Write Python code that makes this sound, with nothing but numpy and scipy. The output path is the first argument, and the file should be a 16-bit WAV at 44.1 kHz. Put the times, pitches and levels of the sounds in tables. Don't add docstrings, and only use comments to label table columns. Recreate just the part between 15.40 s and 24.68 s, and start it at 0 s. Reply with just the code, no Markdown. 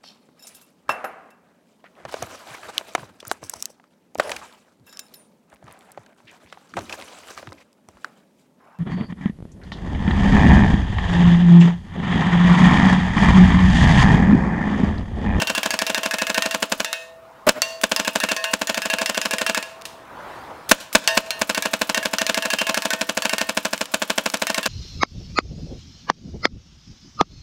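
import sys
import numpy as np
from scipy import signal
from scipy.fft import rfft, irfft, next_fast_len
from scipy.io import wavfile
from scipy.ndimage import uniform_filter1d

SR = 44100
rng = np.random.default_rng(int(sys.argv[2]) if len(sys.argv) > 2 else 0)


def volts_from_db(level):
    exponent = np.asarray(level, float) / 20
    return 10 ** exponent


def file_out(sig):
    cols = np.atleast_2d(sig).T
    lim = np.clip(cols, -1, 1)
    pcm = np.round(lim * 32767).astype(np.int16)
    wavfile.write(sys.argv[1], SR, pcm)


N = 409232

# start_s, peak_db, across (0-1), up (0-1), clank_hz
TARGET_HITS = [(0.001, -27, 0.73, 0.74, 2750.0), (0.0718, -15, 0.21, 0.3, 4700),
               (0.1502, -8.5, 0.85, 0.26, 3440), (0.2314, -4, 0.87, 0.81, 2330),
               (0.3058, -3.5, 0.5, 0.2, 6500), (0.39, -4.0, 0.9, 0.83, 2340), (0.4663, -7, 0.18, 0.1, 2390),
               (0.5462, -4, 0.09, 0.11, 3540), (0.6324, -11, 0.7, 0.56, 4800),
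               (0.7103, -8.5, 0.56, 0.83, 2130.0), (0.7847, -9, 0.06, 0.79, 2140.0),
               (0.8688, -9.5, 0.13, 0.85, 2120.0), (0.9448, -8.0, 0.35, 0.88, 3730),
               (1.0224, -4.5, 0.71, 0.88, 2430), (1.1107, -9, 0.81, 0.87, 4680.0),
               (1.4465, -4.5, 0.81, 0.8, 3560), (1.5292, -2.5, 0.21, 0.19, 3820),
               (2.219, 2.5, 0.73, 0.4, 4530.0), (2.5627, -1, 0.79, 0.13, 5000),
               (2.6485, -12, 0.17, 0.19, 3350.0), (2.8019, -8.5, 0.61, 0.21, 3500),
               (2.8878, -17, 0.89, 0.36, 2200), (2.9646, -7.5, 0.91, 0.85, 4580),
               (3.0412, -6.5, 0.12, 0.89, 2100.0), (3.2719, -5, 0.22, 0.18, 6900),
               (3.3445, -6, 0.8, 0.84, 3580), (3.419, -10, 0.87, 0.2, 5170.0),
               (3.5003, -11, 0.49, 0.61, 2390.0), (3.5854, -10, 0.88, 0.53, 2390),
               (3.6598, -5, 0.21, 0.78, 5200.0), (3.7459, -14.5, 0.79, 0.21, 2170.0),
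               (3.8151, -4.5, 0.18, 0.81, 5100.0), (3.9098, -9, 0.0093, 0.44, 2390.0),
               (3.9835, -7.5, 0.25, 0.14, 3160), (4.0643, -6.0, 0.13, 0.6, 2400),
               (4.1467, -5, 0.58, 0.81, 2200), (4.2266, -13.5, 0.17, 0.19, 2430),
               (5.6755, 4.5, 0.01, 0.01, 5090), (5.9065, -4.5, 0.79, 0.2, 4230),
             (6.147, -5, 0.22, 0.21, 2190.0), (6.2234, -4, 0.87, 0.18, 2340),
             (6.5456, -6.5, 0.3, 0.045, 2180), (6.6287, -16, 0.83, 0.82, 2200),
             (6.7845, -4, 0.27, 0.12, 5950.0), (6.866, -3, 0.17, 0.83, 2370),
             (6.9444, -2, 0.13, 0.85, 2090.0), (7.0234, -13, 0.88, 0.12, 2180),
             (7.1026, -5, 0.49, 0.77, 3140), (7.1865, -12, 0.84, 0.31, 6000),
             (7.2686, -10, 0.13, 0.45, 2180), (7.344, -2.5, 0.88, 0.18, 2160.0),
             (7.4215, -8.5, 0.85, 0.16, 2530), (7.5051, -6, 0.33, 0.16, 2190),
             (7.8216, -5.5, 0.19, 0.15, 4500.0), (7.8946, -6.0, 0.23, 0.2, 2200),
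             (7.9825, -3.5, 0.31, 0.2, 2140.0), (9.0693, -4, 0.77, 0.2, 2200),
             (9.1451, -5.5, 0.77, 0.2, 2170.0), (9.2298, -15, 0.19, 0.79, 3500.0)]
ALL_HITS = np.array(TARGET_HITS)


def along(points, hz):
    f, v = np.transpose(points)
    return np.interp(np.log(hz + 1), np.log(f + 1), v)


def filtered(x, response):
    m = next_fast_len(N + SR // 2)
    return irfft(rfft(x, m) * response(np.fft.rfftfreq(m, 1 / SR)), m)[:N]


def noise(colour):
    x = filtered(rng.standard_normal(N), lambda hz: volts_from_db(along(colour, hz)))
    return x / np.std(x)


def add(track, s, piece):
    i = round(s * SR)
    seat = track[max(i, 0):i + len(piece)]
    seat += piece[max(-i, 0):][:len(seat)]


def gain_at(gain, s):
    return gain[np.round((np.asarray(s) + .012) * SR).astype(int)]


def shot_times():
    # first_shot_s, last_shot_s, level_db (wake of the blast after gain control)
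    pulls = [(.0176, 1.0572, -23), (1.144, 1.2247, -22.5), (1.3192, 1.4, -22.5), (2.0896, 2.0895, -17),
             (2.436, 2.9147, -21), (3.1349, 4.1732, -22.5), (5.314, 5.3141, -14.5), (5.551, 5.551, -15),
             (5.7725, 5.7728, -18), (6.0152, 8.4103, -22), (8.5397, 9.2581, -21.5)]
    cycle_s = .08
    rows = []
    for first, last, db in pulls:
        count = round((last - first) / cycle_s) + 1
        rows.append(np.c_[np.linspace(first, last, count), np.full(count, db)])
    return np.vstack(rows)


def shot_levels():
    duck_db, duck_s, scatter_db = -1, 0.041, .7
    s, db = shot_times().T
    since = s[:, None] - ALL_HITS[:, 0]
    held = ((since > 0) * volts_from_db(ALL_HITS[:, 1] / 2) * np.exp(-(since / duck_s) ** 2)).sum(axis=1)
    return np.c_[s, db + duck_db * held + scatter_db * rng.standard_normal(len(s))]


def dulled_late(gas, ms):
    dull_ms, dull_hz = 12, 3500
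    late = np.zeros(N)
    for s in shot_times()[:, 0]:
        add(late, s, np.clip(ms[ms > 0] / dull_ms - 1, 0, 1)[:SR // 14])
    late = np.minimum(late, 1)
    return gas * (1 - late) + filtered(gas * late, lambda f: 1.36 / (1 + 1j * f / dull_hz))


def barrel_ring(fronts):
    # centre_hz, width_hz, level_db
    modes = [(71.4, 35, 21), (179, 92, 14), (289, 24, 15), (483, 107, 10.5), (628, 9.6, 2.5), (887, 26, 7),
             (1030, 53, -66), (1473, 750, 7), (2580, 110, 14)]
    return filtered(fronts, lambda f: 1 + sum(volts_from_db(db) * 1j * f * w / (c * c - f * f + 1j * f * w)
                                              for c, w, db in modes))


def radiated(x):
    # centre_hz, width_hz, level_db
    dips = [(120, 15, -7.5), (358.2, 94, -111), (755, 175, -6.5), (1236, 40, -61), (1954, 330, -9)]

    def response(f):
        out = (1j * f / (200 + 1j * f)) ** 3
        for c, w, db in dips:
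            out = out * (c * c - f * f + 1j * f * w * volts_from_db(db)) / (c * c - f * f + 1j * f * w)
        return out
    return filtered(x, response)


def marker(gain):
    front_ms = [-1.5, 0, .35, 2.5, 3.25, 4.45, 4.95, 6.3, 7.95, 9.1, 12.5, 14, 17.1, 21.6]
    # strength, width_ms
    front_shapes = [(0.22, 0.083), (1.1, 0.17), (1.24, 0.034), (1.16, 0.066), (1.605, 0.25), (1.45, 0.13),
                    (1.3, 0.094), (0.86, 0.23), (1.06, 0.39), (1.45, 0.098), (0.28, 0.57), (1.3, 0.12),
                    (0.38, 0.11), (0.3, 0.12)]
    # time_ms, level_db
    gas_course = [(-1, -36), (-2, -7), (1.5, -11), (5.5, 3.5), (4.5, -11.5), (18, -7.5), (30, -21),
                  (42, -26.5), (74, -67)]
    # pitch_hz, level_db
    gas_colour = [(150, -4), (600, 5.5), (1600, -1.5), (3000, 3.5), (5000, -5), (7500, -4), (10000, -13),
                  (15500, -21)]
    # time_ms, level_db
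    valve_course = [(-22.5, -70), (-26, -16), (-17, -23.5), (8, -34), (15, -39), (34, -21), (60, -72)]
    # pitch_hz, level_db
    valve_colour = [(500, -30), (2000, -7), (6000, -3), (12000, -1.5), (16000, -3)]
    puff_db, puff_ms, puff_fade_ms = -8.5, 0.2, 11.5
    crack_ms, crack_hz, crack_life_ms, crack_db = 3.9, 4630, 0.17, 10.5

    ms = np.arange(-24 * 44, 80 * 44) / SR * 1000
    at, size, width = np.c_[front_ms, front_shapes].T[:, :, None]
    spits = volts_from_db(3.1 * noise([(20, 6.0), (2500, -14.0), (6000, -34)]))
    fresh = spits * noise(gas_colour)
    same = (np.roll(spits, N // 2) * noise(gas_colour))[:len(ms)]
    gas_gain = volts_from_db(np.interp(ms, *np.transpose(gas_course)))
    valve_gain = volts_from_db(np.interp(ms, *np.transpose(valve_course)))

    fronts, repeats, puffs, leaks = np.zeros((4, N))
    for s, db in shot_levels():
        level = volts_from_db(db - gain_at(gain, s))
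        late, strong = rng.standard_normal((2, len(front_shapes), 1))
        shape = size * volts_from_db(.9 * strong) * np.exp(-((ms - at - .015 * late) / width) ** 2)
        drag = size * volts_from_db(strong) * np.exp(-((ms - at) / puff_ms) ** 2 - at / puff_fade_ms)
        rush = level * (gas_gain + volts_from_db(puff_db) * drag.sum(axis=0))
        pop = ms - crack_ms - 0.047 * late[0]
        crack = volts_from_db(crack_db + 1.2 * strong[0]) * np.exp(-(pop / crack_life_ms) ** 2)
        crack = crack * np.sin(2 * np.pi * crack_hz * pop / 1000)
        start = s + ms[0] / 1000
        add(fronts, start, level * shape.sum(axis=0))
        add(puffs, start, rush)
        add(repeats, start, rush * same + level * crack)
        add(leaks, start, level * valve_gain)
    blast = volts_from_db(1.0) * barrel_ring(fronts)
    gas = dulled_late(volts_from_db(-1.5) * puffs * fresh + volts_from_db(0.5) * repeats, ms)
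    return radiated(blast + gas) + leaks * noise(valve_colour)


def mode_levels():
    half_waves = [(0, 2), (2, 0), (3, 1), (0, 3)]
    ring_levels = [-28.5, -27.5, -27, -19.5]
    node_leak = .03
    across, up = ALL_HITS[:, 2:4].T
    rows = []
    for (m, n), db in zip(half_waves, ring_levels):
        motion = np.abs(np.cos(m * np.pi * across) * np.cos(n * np.pi * up))
        rows.append(db + 20 * np.log10(motion + node_leak))
    return np.array(rows)


def ringing(rings, loudness_db):
    family_hz = [
        [655, 504, 905, 1068],
        [1678, 2578],
        [1824, 1520, 1384],
        [2748, 2805, 3100],
    ]
    # level_db, t60_s
    family_decays = [
        [(-1.5, 1.48), (-14, 1.55), (-11.5, 0.57), (-9, 0.37)],
        [(3, 0.19), (-4.5, 0.33)],
        [(-0.5, 0.47), (-2, 0.19), (-21, 0.18)],
        [(-1, 0.19), (-13, 0.43), (-13, 0.23)],
    ]
    # pitch_hz, level_db, t60_s
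    shimmer = [(2190, -9, .12), (2395, -10, .14), (3386, -10, .12), (3700, -9, .18), (4107, -11, .15),
               (4554, -9, .12), (5146, -10, .15), (5626, -12, .15), (5949, -9, .08), (6476, -12, .1),
               (7547, -13, .1), (612, -14, .4)]
    at, count = ALL_HITS[:, 0], len(ALL_HITS)
    clock = np.arange(N) / SR
    last = np.maximum(np.searchsorted(at, clock) - 1, 0)
    since = np.abs(clock - at[last])
    metal = np.zeros(N)
    swing = 1.6 * noise([(1, 0), (25, 0), (60, -40)])
    for pitches, family, ring_db in zip(family_hz, family_decays, rings):
        for k, (hz, (db, t60)) in enumerate(zip(pitches, family)):
            level = ring_db + db + 4 * (k > 0) * rng.standard_normal(count)
            sway = np.roll(swing, rng.integers(N))
            metal += volts_from_db(level[last] + sway - 60 * since / t60) * np.sin(2 * np.pi * hz * since)
    for hz, db, t60 in shimmer:
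        level = (rings.max(axis=0) + loudness_db) / 2 + db - 13.5 + 3 * rng.standard_normal(count)
        metal += volts_from_db(level[last] - 60 * since / t60) * np.sin(2 * np.pi * hz * since)
    return metal


def bursts(gain, loudness_db, struck_db):
    # start_s, peak_db
    misses = [
        (2.414, -17),
        (5.529, -14),
        (8.3783, -11),
        (8.4563, -13),
        (8.9008, -11),
        (8.972, -15.5),
    ]
    # pitch_hz, level_db
    splat_colour = [(300, -20), (900, -2), (1800, -0.5), (3000, -1.5), (6000, -4), (9000, -9), (15500, -18)]
    miss_wake_db = -50
    u = np.arange(SR // 4) / SR
    crack, splash = np.zeros((2, N))
    missed = [(s, db - gain_at(gain, s), miss_wake_db - gain_at(gain, s)) for s, db in misses]
    for s, db, ring_db in [*zip(ALL_HITS[:, 0], loudness_db, struck_db), *missed]:
        add(crack, s, -volts_from_db(db) * np.sin(2 * np.pi * 3600 * u) * np.exp(-u / 0.0001))
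        spray = volts_from_db(db - 9.5 - 60 * u / 0.0066)
        patter = volts_from_db((db + ring_db) / 2 - 4 - 60 * u / 0.045)
        wake = volts_from_db(ring_db - 25.5 - 60 * u / 0.88)
        add(splash, s, spray + patter + wake)
    return crack + splash * noise(splat_colour)


def targets(gain):
    # start_s, ring_db, clank_db
    accents = [
        (1.5292, -0.5, -3),
        (2.219, -2.5, 6.5),
        (3.2719, 0, 1),
        (4.2266, -4.5, -2),
        (5.9063, -0.5, 3),
        (7.4217, -3, -4),
    ]
    hard_db, hard_grows = 0.5, 0.61
    clank_db, clank_grows = -28, 0.58
    at, peak_db, _, _, clank_hz = ALL_HITS.T
    heard = gain_at(gain, at)
    extra_db = hard_grows * np.maximum(peak_db - hard_db, 0)
    soft_db, accent_db = sum(np.outer(db, np.abs(at - s) < .01) for s, *db in accents)
    rings = mode_levels() - heard + extra_db + soft_db
    metal = ringing(rings, peak_db - heard)
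    u = np.arange(SR // 4) / SR
    fade = volts_from_db(0.5 - 60 * u / 0.052) + volts_from_db(-10.0 - 60 * u / 0.29)
    clanks_db = clank_db + clank_grows * peak_db + extra_db + accent_db - heard
    for s, db, hz in zip(at, clanks_db, clank_hz):
        add(metal, s, volts_from_db(db) * fade * np.sin(2 * np.pi * hz * u))
    sound = volts_from_db(2.0) * metal + bursts(gain, peak_db - heard, rings.max(axis=0))
    return filtered(sound, lambda f: (1j * f / (260 + 1j * f)) ** 2)


def gear(gain):
    # start_s, peak_db,
    # length_ms
    rattles = [
        (4.413, -23, 3),
        (4.42, -17.5, 2.4),
        (4.453, -15.5, 8.7),
        (4.458, -33, 80),
        (4.653, -42, 3),
        (5.294, -5.5, 5.4),
        (5.401, -27, 54),
        (5.597, -27, 5),
        (5.64, -26, 16),
        (5.86, -32, 33),
    ]
    # start_s, level_db, pitch_hz, length_s
    burbles = [
        (2.0672, -11, 610, .021),
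        (2.147, -33, 610, .05),
    ]
    u, shakes = np.arange(SR // 8) / SR, np.zeros(N)
    for s, db, ms in rattles:
        level = volts_from_db(db - 7.5 - gain[round(s * SR)])
        add(shakes, s, level * (1 - np.exp(-u / 0.00048)) * np.exp(-2.2 * u * 1000 / ms))
    sound = shakes * noise([(1200, -5), (3000, 2.5), (7000, -2), (16000, -14)])
    rough = noise([(100, -9), (250, 1.0), (900, 0), (2000, -3), (6000, -24)])
    for s, db, hz, length in burbles:
        swell = volts_from_db(db - gain[round(s * SR)]) * np.sin(np.pi * np.minimum(u / length, 1)) ** 0.78
        burble = 1.23 * np.sin(2 * np.pi * hz * u) + .5 * np.sin(2 * np.pi * 0.423 * hz * u)
        add(sound, s, swell * (burble + 0.68 * rough[round(s * SR):][:len(u)]))
    return sound


def trees(x):
    # delay_s, level_db
    slaps = [
        (0.023, 10.5),
        (.062, -4),
        (0.086, -5),
    ]
    # pitch_hz, t60_s
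    decay = [(200, 0.26), (1000, 0.34), (4000, 0.35), (12000, 0.24)]
    out = np.zeros(N)
    for share in np.arange(N) // (SR // 12) % 3 == np.arange(3)[:, None]:
        hz, t, z = signal.stft(rng.standard_normal(SR // 2), SR, nperseg=256)
        t60 = along(decay, hz)[:, None]
        fading = sum((t > s) * volts_from_db(db - 60 * (t - s) / t60) for s, db in slaps)
        tail = signal.istft(z * fading, SR, nperseg=256)[1]
        out += signal.fftconvolve(x * share, tail / np.linalg.norm(tail))[:N]
    return out


def field():
    # pitch_hz, level_db
    traffic = [(20, -29), (60, -13), (200, -11), (400, -10.5), (700, -6.5), (1000, -5), (1500, -11.5),
               (2200, -19.5), (4000, -28), (8000, -37.5), (16000, -43)]
    # time_s, level_db (before gain control)
    course = [(0, -20), (1.5, -43.5), (2, -40.5), (4.3, -32.5), (4.65, -34.5), (4.9, -30), (5.25, -36.5),
              (6, -29.5), (9.28, -37.5)]
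    z = signal.stft(noise(traffic), nperseg=512)[2]
    patches = uniform_filter1d(rng.standard_normal(z.shape), size=4, axis=0)
    patches = uniform_filter1d(patches, size=8, axis=1)
    hum = signal.istft(z * volts_from_db(2.4 * patches / np.std(patches)), nperseg=512)[1][:N]
    return hum * volts_from_db(np.interp(np.arange(N) / SR, *np.transpose(course)))


def gain_db():
    fast_db, fast_s, slow_db, slow_s = -8, 0.1, -14, 1.0
    over, over_s, attack_s = 0.094, 0.024, 0.0054
    t, knocks = np.arange(N) / SR, np.r_[-.06, shot_times()[:, 0] + .004]
    last = np.searchsorted(knocks, t) - 1
    since = t - knocks[last]
    regained = slow_db * (1 - np.exp(-np.diff(knocks, prepend=-.14) / slow_s))
    aim = fast_db * np.exp(-since / fast_s) + slow_db * np.exp(-since / slow_s)
    aim += over * regained[last] * np.exp(-since / over_s)
    keep = np.exp(-1 / (attack_s * SR))
    return signal.lfilter([1 - keep], [1, -keep], aim, zi=[aim[0] * keep])[0]


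def scene():
    gain = gain_db()
    shots, balls, small = marker(gain), targets(gain), gear(gain)
    echo = trees(volts_from_db(-19.0) * shots + volts_from_db(-16) * balls + volts_from_db(-13) * small)
    return (shots + balls + small + echo + field())[None]


def band_limit(x):
    return signal.sosfilt(signal.butter(12, 16850, fs=SR, output="sos"), x)


def record(dry):
    # pitch_hz, level_db
    band_edge = [(15700, 0), (16100, -14), (16800, -18), (16900, -80)]
    thump, thump_hz = 0.11, 89
    x = dry[0] * volts_from_db(gain_db()) + volts_from_db(-68) * rng.standard_normal(N)
    rectified = np.minimum(x * x, 1)
    x = x + thump * filtered(rectified, lambda f: 1j * f / (15 + 1j * f) / (1 + 1j * f / thump_hz) ** 2)
    x = x / (1 + np.abs(x) ** 8) ** (1 / 8)
    return band_limit(filtered(x, lambda hz: volts_from_db(along(band_edge, hz)))[None])


dry = scene()
out = record(dry)
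file_out(out)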